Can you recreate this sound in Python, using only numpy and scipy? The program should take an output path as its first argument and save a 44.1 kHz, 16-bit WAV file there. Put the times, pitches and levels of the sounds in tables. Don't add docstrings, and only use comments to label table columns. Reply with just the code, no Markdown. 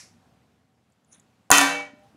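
import sys
import numpy as np
from scipy import signal
from scipy.fft import rfft, irfft
from scipy.io import wavfile
from scipy.ndimage import uniform_filter1d, map_coordinates

SR = 44100
rng = np.random.default_rng(int(sys.argv[2]) if len(sys.argv) > 2 else 0)


def pcm_store(signal):
    levels = np.round(np.clip(np.atleast_2d(signal), -1, 1) * 32767)
    wavfile.write(sys.argv[1], SR, levels.astype(np.int16).T)


def rack_gain(trim_db):
    fader = np.asarray(trim_db, float)
    return 10 ** (fader / 20)


N = 95564
NOW = np.arange(N) / SR
BRIEF = np.arange(SR // 10) / SR

# start_s, crack_db, crack_pitch_hz
CONTACTS = [
    (1.5034, -8, 9900),
    (1.5145, 8.5, 6900),
    (1.5236, -11, 6300),
    (1.5277, -10, 8800),
    (1.5747, -8, 10000),
    (1.5831, -1, 6900),
    (1.5915, -16, 10500),
    (1.6135, -9, 7700),
]
# knock_db, knock_tilt_db_per_octave, ring_db
CONTACT_BODY = [
    (-8.5, -15, -35.5),
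    (-4, 2.5, -18.5),
    (-8, 4, -30),
    (-14.5, 1, -30),
    (-29.5, 2.5, -31),
    (-13.5, 2.5, -23),
    (-7, -3, -42.5),
    (-12, 2, -24),
]
CRACK_RISE_S = 0.0003


def unit(x):
    return x / np.sqrt(np.mean(x ** 2) + 1e-20)


def along(points, hz):
    f, v = np.transpose(points)
    return np.interp(np.log(hz + 1), np.log(f + 1), v)


def wobble(rate, size=N):
    knots = rng.standard_normal(size // 20 + 4)
    return map_coordinates(knots, [np.arange(size) * rate / SR])


def hiss(gain):
    spectrum = rfft(rng.standard_normal(N))
    return unit(irfft(spectrum * gain(np.fft.rfftfreq(N, 1 / SR)), N))


def ring(hz, db, t60, t):
    return rack_gain(db - 60 * t / t60) * np.sin(2 * np.pi * hz * t)


def add(track, start_s, x):
    part = track[round(start_s * SR):][:len(x)]
    part += x[:len(part)]


def earlier_echo():
    # pitch_hz, level_db
    echo_tone = [(500, -25), (1000, -12.5), (2200, -0.5), (3200, -11.5), (5600, 3.5), (8000, -5),
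                 (10500, -7), (15500, -38)]
    level_db, t60_s = -52.5, 0.32
    return rack_gain(level_db - 60 * NOW / t60_s) * hiss(lambda f: rack_gain(along(echo_tone, f)))


def air():
    # pitch_hz, level_db
    air_tone = [(24, -51), (40, -36), (69, 0), (243, 1.5), (345, -8.5), (769, -10), (1150, -14),
                (11200, -32), (15900, -34)]
    level_db, patch_db = -66, 1.2
    z = signal.stft(hiss(lambda f: rack_gain(along(air_tone, f))), nperseg=512)[2]
    patches = uniform_filter1d(rng.standard_normal(z.shape), 6, 0)
    patches = uniform_filter1d(patches, 8, 1)
    patchy = signal.istft(z * rack_gain(patch_db * unit(patches)), nperseg=512)[1][:N]
    return rack_gain(level_db) * unit(patchy)


def hum():
    # pitch_hz, level_db
    tones = [
        (84, -85.5),
        (118, -74),
        (240, -89.5),
        (762, -80.5),
    ]
    return sum(rack_gain(db + 1.7 * wobble(9)) * np.sin(2 * np.pi * hz * NOW) for hz, db in tones)


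def crack(hz, t60, second_db, spit_db):
    spread, second_ratio = 0.07, 1.5
    places = np.linspace(-1, 1, num=5) + rng.normal(0, 0.15, size=5)
    tone = 0
    for f in hz * (1 + spread * places):
        tone = tone + ring(f, -7, t60, BRIEF) + ring(f * second_ratio, second_db - 7, t60, BRIEF)
    noise = rng.standard_normal(len(BRIEF))
    bright = noise - uniform_filter1d(noise, size=30)
    spit = rack_gain(spit_db - 60 * BRIEF / t60) * bright
    return (tone + spit) * (1 - np.exp(-BRIEF / CRACK_RISE_S))


def walls(x):
    # pitch_hz, t60_s
    wall_t60 = [(200, 1), (1000, 0.66), (4000, 0.63), (8000, 0.5), (14000, 0.35)]
    # pitch_hz, level_db
    wall_tone = [(100, -22), (500, -7), (1500, -2.5), (2500, 2.5), (5000, -2.5), (7000, -2.5), (10000, -2),
                 (15000, -9.5)]
    delay_s, rise_s = 0.006, 0.0097
    curl = 1.085
    hz, t, z = signal.stft(rng.standard_normal(SR), SR, nperseg=256)
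    decay = rack_gain(-60 * t * (1 + curl * t) / along(wall_t60, hz)[:, None])
    tail = signal.istft(z * decay, SR, nperseg=256)[1]
    tail = tail * (1 - np.exp(-np.arange(len(tail)) / SR / rise_s))
    f = np.fft.rfftfreq(len(tail), 1 / SR)
    spectrum = rfft(tail / np.linalg.norm(tail))
    tail = irfft(spectrum * rack_gain(along(wall_tone, f)), len(tail))
    return signal.fftconvolve(np.pad(x, (round(delay_s * SR), 0)), tail)


def hinge_ticks():
    # start_s, level_db, pitch_hz
    ticks = [
        (.9005, -63, 9300),
        (.9215, -60, 7600),
        (.932, -66, 8500),
        (1.047, -57, 7000),
        (1.1978, -47, 7200),
        (1.992, -69, 8500),
        (2.035, -70, 9500),
    ]
    out = np.zeros(N)
    for start_s, db, hz in ticks:
        tick = rack_gain(db) * crack(hz, t60=0.018, second_db=-17, spit_db=-17)
        add(out, start_s, tick)
        add(out, start_s, rack_gain(-14) * walls(tick))
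    return out


def thumb_scuff():
    # pitch_hz, width_hz, peak_s, rise_s, fall_s, level_db
    bands = [
        (9600, 950, 1.128, .02, .028, -58),
        (6500, 900, 1.1255, .005, .018, -55),
        (3650, 500, 1.142, .012, .035, -70),
        (1800, 1200, 1.13, .01, .06, -71),
    ]
    out = np.zeros(N)
    for hz, width_hz, peak_s, rise_s, fall_s, db in bands:
        swell = np.exp(-np.where(NOW < peak_s, (peak_s - NOW) / rise_s, (NOW - peak_s) / fall_s))
        grain = rack_gain(3 * wobble(260))
        out += rack_gain(db) * swell * grain * hiss(lambda f: np.exp(-((f - hz) / width_hz) ** 2))
    return out


def desk_bumps():
    # start_s, level_db, pitch_hz
    bumps = [
        (1.933, -34, 250),
        (2.146, -43, 280),
        (1.238, -50, 220),
    ]
    out = np.zeros(N)
    for start_s, db, hz in bumps:
        add(out, start_s, ring(hz, db, 0.03, BRIEF) * (1 - np.exp(-BRIEF * hz)))
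    return out


def case_knock(level_db, tilt_db):
    # pitch_hz, level_db, t60_s
    modes = [(770, -9.5, 0.037), (999, -3, 0.031), (1432, -1.5, 0.017), (1820, -2.5, .02),
             (2580, -12, .015), (3150, -8.5, 0.0088)]
    knock = 0
    for hz, db, t60 in modes:
        mode_db = db + tilt_db * np.log2(hz / 1000) + rng.normal(0, 1.4)
        knock = knock + ring(hz, mode_db, t60, BRIEF)
    return rack_gain(level_db) * knock * (1 - np.exp(-BRIEF / CRACK_RISE_S))


def lid_snap():
    wall_db = -1.5
    blast_db, tonal_db = 11.5, -6.5
    out = np.zeros(N)
    for (start_s, crack_db, hz), (knock_db, tilt_db, _) in zip(CONTACTS, CONTACT_BODY):
        knock = case_knock(knock_db, tilt_db)
        snap = rack_gain(crack_db) * crack(hz, t60=0.011, second_db=-7, spit_db=-7)
        blast = rack_gain(crack_db + blast_db) * (BRIEF == 0)
        add(out, start_s - 0.0003, knock)
        add(out, start_s, snap)
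        add(out, start_s, rack_gain(wall_db) * walls(knock + rack_gain(tonal_db) * snap + blast))
    return out


def long_ring():
    case_hz = [1012, 1154, 1243, 1520, 1567, 1783, 1915, 2275, 2488, 2663, 3085, 3540, 4008, 4500]
    # level_db, t60_s
    case = [(-4, .4), (-4, .46), (-9, .45), (-8, .35), (-5, .5), (-9, .33), (-4, .48), (-6.5, .68),
            (-13, .45), (-1.5, .52), (-8, .48), (-11, .45), (-12, .52), (-14, .4)]
    # pitch_hz, level_db, t60_s
    desk = [(171, -22, .75), (283, -10, .9), (425, -18, .45), (494, -11, .62), (597, -16, 1.4),
            (718, -11, .4), (794, -11, .95)]
    attack_s, waver_rad, beat_db = 0.0027, 1, 4
    grip_s, grip_db_per_s = 1.826, 78
    grip_db = grip_db_per_s * np.maximum(NOW - grip_s, 0)
    out = np.zeros(N)
    for hz, db, t60 in [*((hz, *mode) for hz, mode in zip(case_hz, case)), *desk]:
        energy = np.zeros(N)
        for (start_s, _, _), (_, _, ring_db) in zip(CONTACTS, CONTACT_BODY):
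            decay = rack_gain(ring_db + db - 60 * NOW / t60)
            add(energy, start_s, (decay * (1 - np.exp(-NOW / attack_s))) ** 2)
        level = np.sqrt(energy) * rack_gain(beat_db * wobble(14) - grip_db)
        out += level * np.sin(2 * np.pi * hz * NOW + waver_rad * wobble(8.7))
    return out


def scene():
    room = earlier_echo() + air() + hum()
    handling = hinge_ticks() + thumb_scuff() + desk_bumps()
    return (room + handling + lid_snap() + long_ring())[None]


def suppress(x):
    start_s, end_s, slope_s, depth = 1.73, 1.8, 0.086, 0.8
    closing = np.clip((NOW - start_s) / slope_s, 0, 1)
    opening = np.clip((end_s - NOW) / slope_s, 0, 1)
    treble = signal.sosfiltfilt(signal.butter(2, 9900, "high", fs=SR, output="sos"), x)
    return x - depth * closing * opening * treble


def roll_off(x):
    return signal.sosfilt(signal.butter(12, 16090, fs=SR, output="sos"), x)


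def record(dry):
    # time_s, gain_db
    gain = [(0, 7.5), (.25, 5.5), (.55, 1.5), (.65, -1), (1.078, 0), (1.148, 4), (1.451, 2.5), (1.51, 1.5),
            (1.652, 0.5), (1.8, 2.5), (1.919, 1), (2.048, 8.5), (2.17, 5.5)]
    capsule = signal.butter(2, [64, 12400], "bandpass", fs=SR, output="sos")
    band_edge = signal.cheby1(8, 1, 15700, fs=SR, output="sos")
    x = signal.sosfilt(band_edge, signal.sosfilt(capsule, dry))
    x = suppress(x)
    gain_s, gain_db = np.transpose(gain)
    x = x * rack_gain(np.interp(NOW, gain_s, gain_db))
    ceiling, hardness = 1.08, 20
    x = x / (1 + np.abs(x / ceiling) ** hardness) ** (1 / hardness)
    return roll_off(x)


dry = scene()
out = record(dry)
pcm_store(out)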